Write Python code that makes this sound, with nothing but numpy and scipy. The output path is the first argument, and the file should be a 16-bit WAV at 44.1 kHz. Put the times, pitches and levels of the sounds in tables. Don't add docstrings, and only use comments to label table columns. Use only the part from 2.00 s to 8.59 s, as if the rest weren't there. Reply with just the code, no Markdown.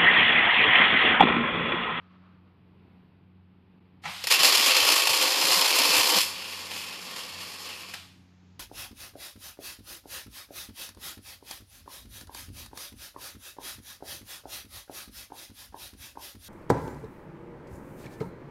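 import sys
import numpy as np
from scipy import signal
from scipy.fft import rfft, irfft
from scipy.io import wavfile
from scipy.ndimage import uniform_filter1d

SR = 44100
rng = np.random.default_rng(int(sys.argv[2]) if len(sys.argv) > 2 else 0)


def dump_mix(stems):
    frames = np.atleast_2d(stems).T
    limited = np.clip(frames, -1, 1)
    pcm = np.round(limited * 32767).astype(np.int16)
    wavfile.write(sys.argv[1], SR, pcm)


N = 290795
TIME = np.arange(N) / SR

# lit and out, in seconds
LOUD_BURN, QUIET_BURN = (2.275, 4.204), (2.3, 5.922)
TREBLE_FLICKER_DB, TREBLE_FLICKER_PER_S = 1.3, 32


def undb(db):
    return 10 ** (np.asarray(db) / 20)


def unit(x):
    return x / np.sqrt(np.mean(x ** 2))


def noise():
    return rng.standard_normal(N)


def curve(rows):
    return undb(np.interp(TIME, *np.transpose(rows)))


def walk(rate):
    k = int(SR / rate)
    steps = np.repeat(rng.standard_normal(N // k + 2), k)
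    smooth = uniform_filter1d(uniform_filter1d(steps, k), k)
    return 1.5 * smooth[:N]


def bump(centre_s, width_s):
    return np.exp(-((TIME - centre_s) / width_s) ** 2)


def burning(span, ramp_s):
    ramp_up = np.clip((TIME - span[0]) / ramp_s, 0, 1)
    ramp_down = np.clip((span[1] - TIME) / ramp_s + 1, 0, 1)
    return ramp_up * ramp_down


def held(start_s, end_s, attack_s, fall_db_per_s):
    attack = np.clip((TIME - start_s) / attack_s, 0, 1)
    return attack * undb(-fall_db_per_s * np.maximum(TIME - end_s, 0))


def impulses(times, sizes):
    return np.bincount((np.asarray(times) * SR).astype(int), sizes, N)[:N]


def fade(x, decay_s):
    return signal.lfilter([1], [1, -np.exp(-1 / (decay_s * SR))], x)


def swells(times, db, decay_s, rise_s):
    tails = fade(impulses(times, undb(db) ** 2), decay_s)
    return fade(tails, rise_s) / (rise_s * SR)


def low_cut(x, edge_hz, order):
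    return signal.sosfilt(signal.butter(order, edge_hz, "high", fs=SR, output="sos"), x)


def shelf(x, edge_hz, kind, gain):
    band = signal.sosfiltfilt(signal.butter(3, edge_hz, kind, fs=SR, output="sos"), x)
    return x + (gain - 1) * band


def colour(x, points, resonances=(), size=8192):
    hz = np.maximum(np.arange(size // 2 + 1) * SR / size, 1)
    knots, levels = np.transpose(points)
    db = np.interp(np.log(hz), np.log(knots), levels)
    db = db - 10 * np.log10(1 + (knots[0] / hz / 2) ** 4)
    for centre, width, boost in resonances:
        db = db + boost / (1 + (2 * (hz - centre) / width) ** 2)
    cepstrum = irfft(np.log(undb(db)))
    cepstrum[1:size // 2] *= 2
    response = irfft(np.exp(rfft(cepstrum[:size // 2], size)))
    return signal.fftconvolve(x, response / np.linalg.norm(response))[:N]


# pitch in Hz, typical rms level in dB.
HUM = [(91.5, -63), (183.0, -62.5), (272, -75.5)]
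# frequency in Hz, relative level in dB.
HALL_COLOUR = [(30, -21.5), (70, -2.5), (100, -1), (150, 3), (200, -1), (330, -4.5), (600, -17.5),
               (850, -14.5), (1800, -23), (2600, -22), (4800, -35.5), (6500, -58), (14000, -47)]
# centre in seconds, level in dB.
SCRAPES = [(0.03, -62.5), (0.14, -61.5), (0.25, -63), (0.335, -66), (0.48, -70.5), (0.68, -78)]
# frequency in Hz, relative level in dB.
SCRAPE_COLOUR = [(300, -6), (800, -6), (1250, 3), (1600, -6), (2600, -10), (4500, -20), (7000, -46),
                 (14000, -50)]
RUMBLE_DB, SCRAPE_WIDTH_S = -61, 0.045


def factory():
    hum = 0
    for hz, db in HUM:
        phase = 2 * np.pi * hz * TIME + 0.5 * walk(3.0)
        hum = hum + np.sqrt(2) * undb(db + 2.5 * walk(9.4)) * np.sin(phase)
    rumble = colour(noise(), HALL_COLOUR) * undb(RUMBLE_DB + 1.5 * walk(3.8))
    stroke_power = sum(undb(db) ** 2 * bump(s, SCRAPE_WIDTH_S) for s, db in SCRAPES)
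    scraping = np.sqrt(stroke_power) * colour(noise(), SCRAPE_COLOUR)
    return hum + rumble + scraping


# centre in seconds, pitch in Hz, level in dB.
BASS_THROBS = [(2.41, 180, -47), (2.6, 265, -45), (2.69, 271, -45.5), (2.83, 98, -49.5), (3.11, 178, -48.5),
               (3.23, 247, -44.5), (3.45, 176, -47.5), (3.505, 147, -51.5), (3.579, 182, -42),
               (3.9, 214, -44), (3.99, 104, -46.5), (4.055, 200, -48), (4.17, 185, -37.5)]
THROB_WIDTH_S, THROB_WANDER_PER_S = 0.015, 56


def throbs():
    out = 0
    for s, hz, db in BASS_THROBS:
        phase = 2 * np.pi * hz * TIME + 2.0 * walk(THROB_WANDER_PER_S)
        out = out + np.sqrt(2) * undb(db) * bump(s, THROB_WIDTH_S) * np.sin(phase)
    return out


# start in seconds, level in dB, decay in seconds.
POPS = [(2.037, -40, 0.021), (2.053, -31.5, 0.015), (2.075, -38, 0.03), (5.9375, -33, 0.0032)]
# frequency in Hz, relative level in dB.
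POP_COLOUR = [(100, -18), (180, 0), (340, -35), (480, -10.5), (620, -10), (740, 2.5), (1250, -3),
              (1600, -5.5), (2100, 0), (3000, -6.5), (4800, -14), (6000, -18), (14000, -43.5)]
# start in seconds, end in seconds, attack in seconds, level in dB.
GAS_FLOWS = [(2.017, 2.259, 0.091, -41.5), (5.925, 5.959, 0.018, -43.5)]
# frequency in Hz, relative level in dB.
GAS_COLOUR = [(200, -29), (500, -17), (750, -4.5), (1900, -4), (2800, 1.5), (5000, -2.5), (5800, -8.5),
              (9500, -13), (14000, -17)]
# frequency in Hz, relative level in dB.
AFTERFLOW_COLOUR = [(300, -3), (900, 4), (2800, -1.5), (5000, -4), (7000, -7), (9000, -39), (14000, -43.5)]
GAS_FALL_DB_PER_S, AFTERFLOW_DB = 111, -71.5


def pops_and_gas():
    pop_power = sum(swells([s], [db], decay, rise_s=0.0022) for s, db, decay in POPS)
    pops = colour(np.sqrt(pop_power) * noise(), POP_COLOUR)
    flow = sum(undb(db) * held(start, end, attack, GAS_FALL_DB_PER_S)
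               for start, end, attack, db in GAS_FLOWS)
    hiss = colour(flow * noise(), GAS_COLOUR)
    trickle = undb(AFTERFLOW_DB) * (TIME > QUIET_BURN[1]) * colour(noise(), AFTERFLOW_COLOUR)
    return pops + hiss + trickle


def arc(rate, jitter, scatter_db, decay_s, snap_db, spatter_rate, spatter_db, sizzle_db, steady_s, count=4000):
    gap, size, wait, drop = rng.standard_normal((count, 4)).T
    shorts = np.cumsum(np.exp(jitter * gap)) / rate
    spits = np.cumsum(np.exp(.7 * wait)) / spatter_rate
    short_sizes = undb(scatter_db * 2 * np.tanh((gap + size) / np.sqrt(8)))
    spit_sizes = undb(spatter_db + scatter_db * 2 * np.tanh(drop / 2))
    energy = impulses(shorts, short_sizes ** 2) + impulses(spits, spit_sizes ** 2)
    mean_power = uniform_filter1d(energy, int(steady_s * SR))
    energy = energy / np.maximum(mean_power, energy.mean() / 10)
    spray_power = fade(fade(energy, decay_s), 0.00015)
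    spray = unit(np.sqrt(spray_power) * noise())
    snaps = undb(snap_db) * unit(np.sqrt(energy))
    sizzle = undb(sizzle_db) * noise()
    return unit(spray + snaps + sizzle)


# centre in Hz, width in Hz, boost in dB.
FRAME = [(517, 79, 8), (845, 500, 6.5), (1100, 225, 8), (1845, 70, 3.5), (2470, 600, 6), (2855, 39, 4),
         (3260, 820, 5), (4594, 580, 3.5), (7420, 1390, 9.5)]
# frequency in Hz, relative level in dB.
QUIET_COLOUR = [(100, -40), (170, -2.5), (300, -1), (700, -7.5), (1600, -2), (2400, -0.5), (3800, 0),
                (5300, 0.5), (5800, -5), (8000, -13.5), (9500, -5), (14000, -9)]
# centre in Hz, width in Hz, boost in dB.
QUIET_RINGS = [(2695, 200, 3), (3680, 240, -3), (4300, 300, 3), (5200, 500, 3), (6500, 900, 2)]
# start in seconds, level in dB.
SPITS = [(4.3632, -41.5), (4.4405, -39), (4.5203, -42), (4.598, -42), (4.71, -35), (4.735, -38),
         (4.7598, -37.5), (4.925, -38.5), (5.1624, -36), (5.19, -36), (5.222, -45), (5.289, -40),
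         (5.405, -38), (5.66, -38.5), (5.69, -38)]
SPIT_DECAY_S = 0.013
SPIT_RING = (2860, 800, 4.5)
QUIET_DB, QUIET_SAG_DB_PER_S, QUIET_WAVER_DB = -32.5, 2.5, 0.6
EASE_S, EASE_DB = 0.063, -1


def quiet_torch():
    crackle = arc(rate=120, jitter=0.29, scatter_db=4, decay_s=0.003, snap_db=-10.5,
                  spatter_rate=240, spatter_db=3, sizzle_db=1.5, steady_s=.08)
    level_db = QUIET_DB - QUIET_SAG_DB_PER_S * (TIME - QUIET_BURN[0]) + QUIET_WAVER_DB * walk(16)
    level_db = level_db + EASE_DB * (TIME > QUIET_BURN[1] - EASE_S)
    crackle = crackle * undb(level_db) * burning(QUIET_BURN, ramp_s=0.044)
    flicker = undb(TREBLE_FLICKER_DB * walk(TREBLE_FLICKER_PER_S))
    crackle = shelf(crackle, 5400, "high", flicker)
    spit_power = swells(*np.transpose(SPITS), SPIT_DECAY_S, rise_s=0.00065)
    spits = np.sqrt(spit_power) * noise()
    return colour(crackle, QUIET_COLOUR, FRAME + QUIET_RINGS) + colour(spits, QUIET_COLOUR, FRAME + [SPIT_RING])


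# start in seconds, level in dB.
CLANGS = [(2.329, -25.5), (2.343, -25), (2.358, -29.5), (2.444, -25.5), (2.69, -22.5), (3.505, -29.5),
          (3.774, -25)]
CLANG_HZ, CLANG_WIDTH_HZ, CLANG_DECAY_S = 2706, 110, 0.009


def shield_clangs():
    drive = np.sqrt(swells(*np.transpose(CLANGS), CLANG_DECAY_S, rise_s=0.002))
    ring = signal.lfilter(*signal.iirpeak(CLANG_HZ, CLANG_HZ / CLANG_WIDTH_HZ, fs=SR), noise())
    return drive * unit(ring)


# time in seconds, level in dB.
ARC_LEVEL = [(2.299, -30.5), (2.312, -16.5), (2.355, -22.5), (2.38, -28.5), (2.398, -19), (2.42, -21.5),
             (2.445, -17), (2.52, -20.5), (2.565, -19), (2.6, -21), (2.68, -19), (2.74, -20), (2.78, -20.5),
             (2.82, -21.5), (2.93, -20), (3.05, -25.5), (3.14, -22.5), (3.185, -25), (3.225, -21.5),
             (3.29, -24), (3.39, -24.5), (3.43, -23.5), (3.53, -20.5), (3.575, -23.5), (3.63, -21.5),
             (3.71, -24), (3.78, -21.5), (3.9, -22.5), (3.96, -19), (4.05, -23), (4.09, -21.5), (4.2, -22)]
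# start in seconds, peak in dB before colouring.
STUBS = [(2.2395, -15), (2.2706, -11.5), (2.3085, -8.5), (2.3138, -4.5), (2.3234, -5.5), (2.392, -7),
         (2.432, -3), (2.446, -3), (2.5574, -6), (2.633, -18.5), (2.6677, -6), (2.727, -10), (2.7667, -3.5),
         (2.889, -4), (2.933, -7), (2.9944, -11.5), (3.021, -9), (3.0717, -4.5), (3.105, -11),
         (3.2153, -10.5), (3.232, -10.5), (3.2646, -12.5), (3.4127, -9.5), (3.521, -5.5), (3.6667, -18),
         (3.746, -14.5), (3.8033, -10), (3.8542, -7.5), (3.9571, -15), (4.002, -9), (4.073, -9),
         (4.101, -7), (4.166, -7), (4.185, -5), (4.214, -9), (4.246, -23), (5.938, -27.5)]
# time in seconds, gain in dB.
TREBLE_LEVEL = [(2.24, -1), (2.275, 3.5), (2.31, 1), (2.38, -1.5), (2.45, 2), (2.55, 0.5), (2.75, -1),
                (2.9, 1.5), (3.1, 0.5), (3.23, 1.5), (3.35, 0), (3.57, 1), (3.74, 1), (3.96, 1.5),
                (4.05, 2.5), (4.2, -1), (4.26, 10.5), (4.33, 3)]
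# time in seconds, gain in dB.
BODY_LEVEL = [(2.275, -2.5), (2.32, -4.5), (2.4, -3), (2.45, -2), (2.58, -3), (2.85, -1.5), (3.1, 0.5),
              (3.3, 1), (3.8, 0.5), (3.98, -1.5), (4.18, 2), (4.23, -19)]
# frequency in Hz, relative level in dB.
LOUD_COLOUR = [(100, -21.5), (230, -8), (300, -3.5), (700, -6.5), (1600, -4), (2400, -0.5), (3800, -0.5),
               (5300, 1), (5800, -2.5), (8000, -13.5), (9500, -5.5), (14000, -8)]
# centre in Hz, width in Hz, boost in dB.
LOUD_RINGS = [(923, 32, 5), (2664, 32, 7.5), (3060, 30, 4), (3380, 26, 3), (4150, 90, 7.5), (4430, 40, 6.5),
              (4560, 26, 7), (5097, 180, 6.5)]
STUB_CREST_DB = 9.5
STUB_SNAP_DB = -0.5


def loud_torch():
    strength = curve(ARC_LEVEL) * held(*LOUD_BURN, attack_s=0.009, fall_db_per_s=272)
    crackle = strength * arc(rate=63.5, jitter=.25, scatter_db=2.2, decay_s=0.0045, snap_db=-12,
                             spatter_rate=320, spatter_db=-3, sizzle_db=-8.5, steady_s=.05)
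    times, peak_db = np.transpose(STUBS)
    stub_power = swells(times, peak_db - STUB_CREST_DB, decay_s=0.0043, rise_s=0.00046)
    surge = np.maximum(stub_power - strength ** 2, 0)
    snaps = impulses(times, undb(peak_db + STUB_SNAP_DB))
    crackle = crackle + np.sqrt(surge) * noise() + snaps
    flicker = undb(TREBLE_FLICKER_DB * walk(TREBLE_FLICKER_PER_S))
    crackle = shelf(crackle, 5900, "high", curve(TREBLE_LEVEL) * flicker)
    crackle = shelf(crackle, 1300, "low", curve(BODY_LEVEL))
    return colour(crackle, LOUD_COLOUR, FRAME + LOUD_RINGS) + shield_clangs()


# centre in Hz, width in Hz, typical swing in dB.
SHIELD_SWING = [(1070, 450, 0.5), (2560, 390, 1.95), (3330, 600, 0), (4470, 400, 1), (5040, 340, 0.5)]
SWING_PER_S = 12


def shields(x):
    out = x
    for hz, width, swing_db in SHIELD_SWING:
        ring = signal.lfilter(*signal.iirpeak(hz, hz / width, fs=SR), x)
        out = out + (undb(swing_db * walk(SWING_PER_S)) - 1) * ring
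    return out


HALL_T60_S, HALL_TREBLE_T60_S = .45, .33
HALL_LOW_CUT_HZ = 550


def hall_tail(build_s, split_hz):
    t = TIME[:SR]
    tail = 0
    for kind, t60_s in (("low", HALL_T60_S), ("high", HALL_TREBLE_T60_S)):
        band_filter = signal.butter(2, split_hz, kind, fs=SR, output="sos")
        band = signal.sosfilt(band_filter, rng.standard_normal(SR))
        tail = tail + band * np.exp(-np.log(1000) * t / t60_s)
    tail = low_cut(tail, HALL_LOW_CUT_HZ, order=1) * np.minimum(t / build_s, 1)
    return tail / np.linalg.norm(tail)


def hall(x, wet_db, count=12):
    place = TIME / TIME[-1] * (count - 1)
    echoes = 0
    for k in range(count):
        share = np.clip(1 - abs(place - k), 0, 1)
        tail = hall_tail(build_s=0.0017, split_hz=5700)
        echoes = echoes + signal.oaconvolve(x * share, tail)[:N]
    return x + undb(wet_db) * echoes


BASS_EDGE_HZ = 257
BASS_HEAVE_DB, BASS_HEAVE_PER_S = 4.5, 20
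DIP_S, DIP_WIDTH_S, DIP_DB = 1.8, 0.0025, -24


def scene():
    machine = shields(loud_torch() + quiet_torch()) + pops_and_gas()
    sound = hall(machine, wet_db=-9.5) + factory()
    sunk = burning(LOUD_BURN, ramp_s=0.03)
    heave_db = BASS_HEAVE_DB * (np.tanh(walk(BASS_HEAVE_PER_S)) * 2 - 0.5)
    heaving = shelf(sound, 330, "low", undb(heave_db))
    thinned = low_cut(heaving, BASS_EDGE_HZ, order=12)
    sound = (1 - sunk) * sound + sunk * thinned + throbs()
    dip = undb(DIP_DB * bump(DIP_S, DIP_WIDTH_S))
    return (sound * dip)[None]


TOP_HZ = 14250


def record(dry, ceiling_db=-1):
    rounded = dry / (1 + (dry / undb(ceiling_db)) ** 4) ** .25
    return signal.sosfilt(signal.ellip(12, .1, 90, TOP_HZ, fs=SR, output="sos"), rounded)


dry = scene()
out = record(dry)
dump_mix(out)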